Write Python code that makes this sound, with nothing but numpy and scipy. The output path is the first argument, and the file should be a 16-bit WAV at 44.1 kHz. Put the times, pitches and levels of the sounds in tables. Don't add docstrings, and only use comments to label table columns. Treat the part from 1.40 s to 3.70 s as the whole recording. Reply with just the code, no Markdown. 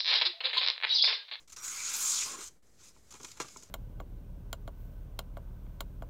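import sys
import numpy as np
from scipy import signal
from scipy.fft import rfft, irfft
from scipy.io import wavfile

SR = 44100
rng = np.random.default_rng(int(sys.argv[2]) if len(sys.argv) > 2 else 0)


def store_pcm(level_fs):
    pcm = np.round(np.clip(level_fs, -1, 1) * 32767).astype(np.int16)
    wavfile.write(sys.argv[1], SR, np.atleast_2d(pcm).T)


def attenuation_scalar(level_db):
    decades = np.asarray(level_db, float) / 20
    return 10 ** decades


N = 101429


def rms_one(x):
    return x / np.sqrt(np.mean(x ** 2) + 1e-20)


def in_time(rows, fade_s=0.0019):
    s, db, *rest = np.transpose(rows)
    t = np.arange(N) / SR
    gate = np.clip(np.minimum(t - s[0], s[-1] - t) / fade_s + 1, 0, 1)
    return [gate * attenuation_scalar(np.interp(t, s, db))] + [np.interp(t, s, column) for column in rest]


def at_hz(points, hz):
    point_hz, db = np.transpose(points)
    return np.interp(np.log(hz), np.log(point_hz), db)


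def drift(rate_hz):
    r = np.exp(-80 * np.pi * rate_hz / SR)
    slow = signal.lfilter([1], [1, -2 * r, r * r], rng.standard_normal(N // 40 + 502))[500:]
    return np.interp(np.arange(N) / 40, np.arange(len(slow)), rms_one(slow))


def burst(s, peak_db, rise_s, t60_s):
    peak_over_rms_db = 12.5
    t = np.maximum(np.arange(N) / SR - s, 0)
    fall_db = 60 * np.maximum(t - rise_s, 0) / max(t60_s, .005)
    return attenuation_scalar(peak_db - peak_over_rms_db - np.minimum(fall_db, 200)) * np.minimum(t / rise_s, 1)


def ringing(hz, t60_s):
    r, w = attenuation_scalar(-60 / (t60_s * SR)), 2 * np.pi * hz / SR
    return np.sin(w), [1, -2 * r * np.cos(w), r * r], r


def shape(x, bumps):
    for hz, width_hz, share in bumps:
        x = x + max(share, -1) * signal.lfilter(*signal.iirpeak(hz, hz / width_hz, fs=SR), x)
    return x


def floor():
    # (frequency [Hz], level [dB])
    hiss_colour = [(21, -55), (35, -2.5), (263, -15.5), (450, -16.5), (1050, -27.5), (2250, -28),
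                   (2490, -34), (7870, -32.5), (15700, -41.5)]
    hiss_db, rumble_db, rumble_hz = -67.5, -73, 52.5
    hz = np.maximum(np.fft.rfftfreq(N + 1, 1 / SR), 10)
    spectrum = rfft(rng.standard_normal(N + 1)) * attenuation_scalar(at_hz(hiss_colour, hz))
    hiss = rms_one(irfft(spectrum, N + 1)[:N])
    edges_hz = [rumble_hz * 0.785, rumble_hz * 1.01]
    band = signal.butter(2, edges_hz, "band", fs=SR, output="sos")
    rumble = rms_one(signal.sosfilt(band, rng.standard_normal(N)))
    return attenuation_scalar(hiss_db) * hiss + attenuation_scalar(rumble_db) * rumble


def rubs():
    # (time [s], level [dB], body [dB per octave below the pivot])
    slides = [
        [(0, -69.5, 6.5), (0.04, -72, 4.5), (0.07, -78, -1)],
        [(1.226, -77.5, 7.5), (1.3, -74.5, -10), (1.375, -73, 4), (1.4, -64, 5.5), (1.455, -57.5, 3),
         (1.49, -56, 0.5), (1.525, -76.5, 3.5), (1.575, -68.5, 3), (1.62, -75.5, -2), (1.7, -67, 4)],
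        [(1.705, -59.5, 5), (1.76, -63.5, 3.5), (1.79, -62, -8), (1.882, -57, 3), (1.946, -65.5, 5),
         (2.056, -62, 4), (2.196, -62, 1), (2.3, -73.5, 3.5)],
    ]
    return [[gain, np.full(N, 0.061), body] for gain, body in map(in_time, slides)]


def nicks():
    # (time [s], peak [dB], length [s], rise [s])
    ticks = [(0.074, -45, 0.029, 0.0014), (0.079, -47.5, 0.03, 0.002), (0.095, -39, 0.0092, 0.0073),
             (0.109, -44, 0.01, 0.003), (0.119, -36, 0.019, 0.002), (0.124, -35.5, 0.021, 0.0057),
             (0.162, -30.5, 0.044, 0.00064), (0.182, -38, 0.015, 0.0057), (0.191, -54, 0.017, 0.0026),
             (0.22, -38, 0.033, 0.002), (0.237, -32.5, 0.019, 0.0054), (0.274, -39, 0.0074, 0.002),
             (0.2782, -22, 0.0053, 0.001)]
    gain = sum(burst(s, db, max(rise_s, .0003), 3 * length_s) for s, db, length_s, rise_s in ticks)
    return [[gain, np.full(N, 0.61), np.full(N, 3.0)]]


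def glide(width_hz, rows):
    s, hz, db = np.transpose(rows)
    gain, pitch_hz = in_time(np.transpose([s, db, hz]))
    band = rng.standard_normal((2, N))
    for order, cutoff_hz in [(1, width_hz / 2), (2, width_hz)]:
        band = signal.sosfilt(signal.butter(order, cutoff_hz, fs=SR, output="sos"), band)
    phase = 2 * np.pi * np.cumsum(pitch_hz) / SR
    flutter = attenuation_scalar(1.2 * drift(45.5))
    return gain * flutter * rms_one(band[0] * np.cos(phase) + band[1] * np.sin(phase))


def squeals():
    # (time [s], frequency [Hz], level [dB])
    resonances = [
        (1100, [(0.72, 4900, -68.5), (0.75, 4500, -49.5), (0.785, 3600, -39), (0.805, 2900, -44), (0.83, 2360, -37.5), (0.855, 2276, -55)]),
        (446, [(0.165, 2150, -61), (0.3, 2130, -54.5), (0.42, 2300, -44), (0.5, 2378, -55), (0.6, 2540, -53)]),
        (485, [(0.165, 1249, -54.5), (0.25, 1400, -52), (0.5, 1500, -51.5), (0.68, 1197, -48.5), (0.9, 1100, -56), (1.05, 1050, -76.5)]),
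        (600, [(0.23, 6690, -63), (0.28, 6850, -43), (0.4, 6745, -58), (0.47, 6900, -55), (0.56, 7100, -66), (0.63, 7196, -36), (0.72, 6900, -38), (0.85, 6900, -54), (0.87, 6900, -64)]),
        (200, [(0.86, 8750, -53), (0.92, 8680, -56.5), (0.97, 8450, -64), (0.99, 8120, -62), (1.01, 8100, -51.5), (1.085, 8150, -58.5), (1.1, 8200, -80)]),
    ]
    return sum(glide(*resonance) for resonance in resonances)


def whistles():
    # (time [s], frequency [Hz], level [dB])
    tones = [ (120, [(0.235, 6650, -51), (0.29, 6580, -42), (0.36, 6600, -47.5), (0.42, 6650, -49),
             (0.47, 6820, -34.5), (0.52, 7000, -61)]), (120, [(0.235, 7120, -54), (0.28, 7130, -43),
             (0.36, 7050, -56), (0.45, 6980, -55), (0.5, 7100, -59)]), (200, [(0.23, 8050, -56),
             (0.3, 8050, -52), (0.4, 8030, -63), (0.46, 8050, -64)]), (150, [(0.17, 5730, -49.5),
             (0.28, 5770, -53), (0.35, 5780, -69), (0.46, 5800, -63), (0.55, 5830, -53)]),
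             (100, [(0.62, 6400, -50), (0.69, 6530, -34), (0.74, 6430, -47), (0.78, 6500, -52)]),
             (150, [(0.6, 7320, -48), (0.65, 7400, -42), (0.72, 7660, -38.5), (0.76, 7460, -46),
             (0.85, 7500, -59)]), (120, [(0.66, 7000, -52), (0.75, 7000, -44), (0.79, 6880, -43),
             (0.835, 6920, -49), (0.855, 6850, -45)]), (149, [(0.62, 8800, -52), (0.7, 8830, -39),
             (0.75, 8770, -55), (0.85, 8870, -53)]), (120, [(0.86, 7200, -71), (0.93, 7170, -55),
             (0.97, 7150, -54), (1.02, 7150, -55), (1.09, 6950, -63)]), (150, [(0.86, 6130, -49),
             (0.95, 6200, -62), (0.98, 6230, -67), (1.06, 6640, -68), (1.09, 6480, -61)]),
             (60, [(0.86, 1097, -67), (0.9, 1120, -54), (0.925, 1114, -64), (0.947, 1107, -41.5),
             (0.97, 1100, -64.5)]), (30, [(0.975, 393, -71), (0.99, 400, -52.5), (1.01, 404, -61)]), ]
    return sum(glide(*tone) for tone in tones)


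def stroke():
    # (time [s], level [dB], brightness [dB per octave above the pivot],
    # body [dB per octave below the pivot])
    strokes = [
        [(0.205, -60.5, 12, -7), (0.245, -46, 8, 3), (0.42, -40, 1, 2), (0.47, -35, -7.5, 0),
         (0.57, -38, 10.5, 2.7), (0.605, -37.5, 8.5, 1.9), (0.63, -37, 11.5, 2.5), (0.72, -33, 0, -0.5),
         (0.845, -34, -7, -3.5)],
        [(0.86, -41.5, 3, 5), (0.95, -48.5, 0, 7), (0.965, -53.5, 3, 8), (1.01, -47.5, 3, 6.5),
         (1.085, -47, -1.5, -2), (1.105, -98, 0, 17.5)],
    ]
    return [in_time(rows, fade_s=0.013) for rows in strokes]


def knocks():
    # (time [s], peak [dB], depth [dB per octave below 1 kHz])
    hits = [(0.858, -44.5, 2.5), (0.957, -57, 0), (1.563, -53, -0.5), (1.737, -55.5, 4), (1.804, -50.5, 3),
            (1.84, -45.5, 2), (1.846, -50, -2), (2.0009, -31, -5), (2.0068, -37, -0.5), (2.045, -46.5, 2),
            (2.161, -41.5, -1.5), (2.232, -58, 3)]
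    # (frequency [Hz], level [dB], t60 [s])
    modes = [(133.4, -8, 0.12), (251, -6.5, 0.14), (389, 0.5, .045), (636.5, -11, 0.14), (882, -4.5, 0.073),
             (1020, 4.5, 0.033), (1352, 2.5, 0.024), (1500, -18, 0.02), (2230, -3, 0.032),
             (3400, -13, 0.035)]
    s, db, depth = np.transpose(hits)
    own_db = rng.normal(0, 1.5, (len(s), len(modes)))
    out = np.zeros(N)
    for k, (hz, level_db, t60_s) in enumerate(modes):
        tilt_db = np.clip(depth, -6, 8) * np.log2(1000 / hz)
        clicks = np.full(N, 1e-18)
        clicks[(s * SR).astype(int)] = attenuation_scalar(db + level_db - 10.0 + tilt_db + own_db[:, k]) * (-1) ** k
        weight, feedback, _ = ringing(hz, t60_s)
        out += signal.lfilter([0, weight], feedback, clicks)
    return signal.lfilter([.3], [1, -.7], out)


def snaps():
    # (time [s], peak [dB], body [dB per octave below the pivot], t60 [s], rise [s])
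    creases = [(1.705, -44, 0, 0.049, 0.003), (1.7223, -36.5, 5, 0.018, 0.0019),
               (1.736, -45.5, 8, 0.041, 0.0046), (1.751, -49, 9.5, 0.089, 0.0013),
               (1.799, -49, 12, 0.067, 0.0013), (1.811, -46, 6, 0.02, 0.00078),
               (1.827, -51.5, 12.5, 0.02, 0.0022), (1.8306, -30.5, -2, 0.018, 0.0012),
               (1.8449, -27, 6, 0.02, 0.0015), (1.906, -45, 0, 0.008, 0.0013),
               (1.913, -37.5, -0.5, 0.03, 0.0034), (1.97, -46.5, 9.5, 0.033, 0.0021),
               (2.0, -26, 9, 0.058, 0.00092), (2.014, -36.5, 7, 0.055, 0.0017),
               (2.022, -32.5, 7.5, 0.02, 0.0015), (2.042, -54, 11.5, 0.045, 0.003),
               (2.081, -47, 7, 0.032, 0.003), (2.167, -37.5, -9, 0.02, 0.0031),
               (2.223, -51, 7, 0.03, 0.0027), (2.232, -40, -5, 0.015, 0.0017)]
    gains = np.array([burst(s, db, max(rise_s, .0003), t60_s) for s, db, _, t60_s, rise_s in creases])
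    body = np.array(creases)[gains.argmax(axis=0), 2]
    return [[gains.sum(axis=0), np.full(N, -4), body]]


def sheet(layers, count=110):
    # (frequency [Hz], level [dB per Hz])
    colour = [(88, -27), (150, -49), (397, -26.5), (698, -21), (1130, -13), (4430, -9), (6800, 3),
              (7790, -7.5), (15700, -27)]
    pivot_hz, cracks_per_s, crack_spread_db, patchy_db = 6030, 6000, 3, 3
    ring_cycles, ring_min_s = 50, .012
    out, norm = np.zeros(N), 0
    flutter = attenuation_scalar(1.18 * drift(118))
    pitches = np.linspace(12, 126.3, count) ** 2 * rng.uniform(.97, 1.03, count)
    cracks = []
    for _ in range(4):
        size = attenuation_scalar(crack_spread_db * np.minimum(rng.exponential(1, N), 4))
        sign = rng.choice([-1, 1], N)
        cracks.append(rms_one(size * sign * (rng.random(N) < cracks_per_s / SR)))
    patches = [drift(16.2)[::8] for _ in range(22)]
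    layers = [[column[::8] for column in layer] for layer in layers]
    for k, hz in enumerate(pitches):
        octaves = np.log2(hz / pivot_hz)
        above, below = max(octaves, 0), max(-octaves, 0)
        drive = sum(gain * attenuation_scalar(bright * above + body * below) for gain, bright, body in layers)
        patch = attenuation_scalar(patchy_db * (patches[k // 5] + patches[(7 * k) % 22]) / 2)
        drive = np.repeat(drive * patch, 8)[:N]
        t60_s = min(ring_cycles / hz, ring_min_s * 3) + ring_min_s / 2
        weight, feedback, r = ringing(hz, t60_s)
        power = attenuation_scalar(at_hz(colour, hz)) ** 2 * np.sqrt(hz)
        norm += power
        level = (-1) ** (k // 4) * np.sqrt(power * 2 * (1 - r * r))
        own_cracks = np.roll(cracks[k % 4], 977 * (k // 4))
        out += level * signal.lfilter([weight], feedback, own_cracks * drive * flutter + 1e-18)
    low_cut = signal.butter(2, 187, "high", fs=SR, output="sos")
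    return signal.sosfilt(low_cut, out / np.sqrt(norm))


def surroundings(x):
    # (frequency [Hz], width [Hz], share)
    shelf_dips = [(657, 540, -0.71), (1800, 506, -0.69), (2847, 500, -0.35), (7650, 220, -0.31),
                  (9460, 580, -0.19)]
    room_db, room_t60_s = -14, 0.23
    t = np.arange(SR // 3) / SR
    tail = rng.standard_normal(len(t)) * attenuation_scalar(-60 * t / room_t60_s) * (t > .004)
    room = signal.fftconvolve(x, tail / np.linalg.norm(tail))[:N]
    return shape(x + attenuation_scalar(room_db) * room, shelf_dips)


def scene():
    paper = sheet(rubs() + nicks() + stroke() + snaps())
    return (surroundings(paper + squeals() + whistles()) + knocks() + floor())[None]


def roll_off(x):
    return signal.sosfilt(signal.butter(12, 15840, fs=SR, output="sos"), x)


def record(dry):
    # (frequency [Hz], width [Hz], share)
    mic_peaks = [(7700, 510, 0.5), (9870, 270, 0.24), (12260, 200, 0.36), (5360, 98, 0.15),
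                 (4030, 270, 0.16)]
    # (time [s], level [dB])
    noise_gate = [
        (0, 2.5),
        (0.045, -3),
        (0.07, -10),
        (0.078, -2),
        (1.17, 0),
        (1.22, -12),
        (1.226, -0.16),
        (2.3, 4),
    ]
    low_cut = signal.butter(4, 44, "high", fs=SR, output="sos")
    x = shape(signal.sosfilt(low_cut, dry), mic_peaks)
    return roll_off(x * in_time(noise_gate)[0] - .0009)


dry = scene()
out = record(dry)
store_pcm(out)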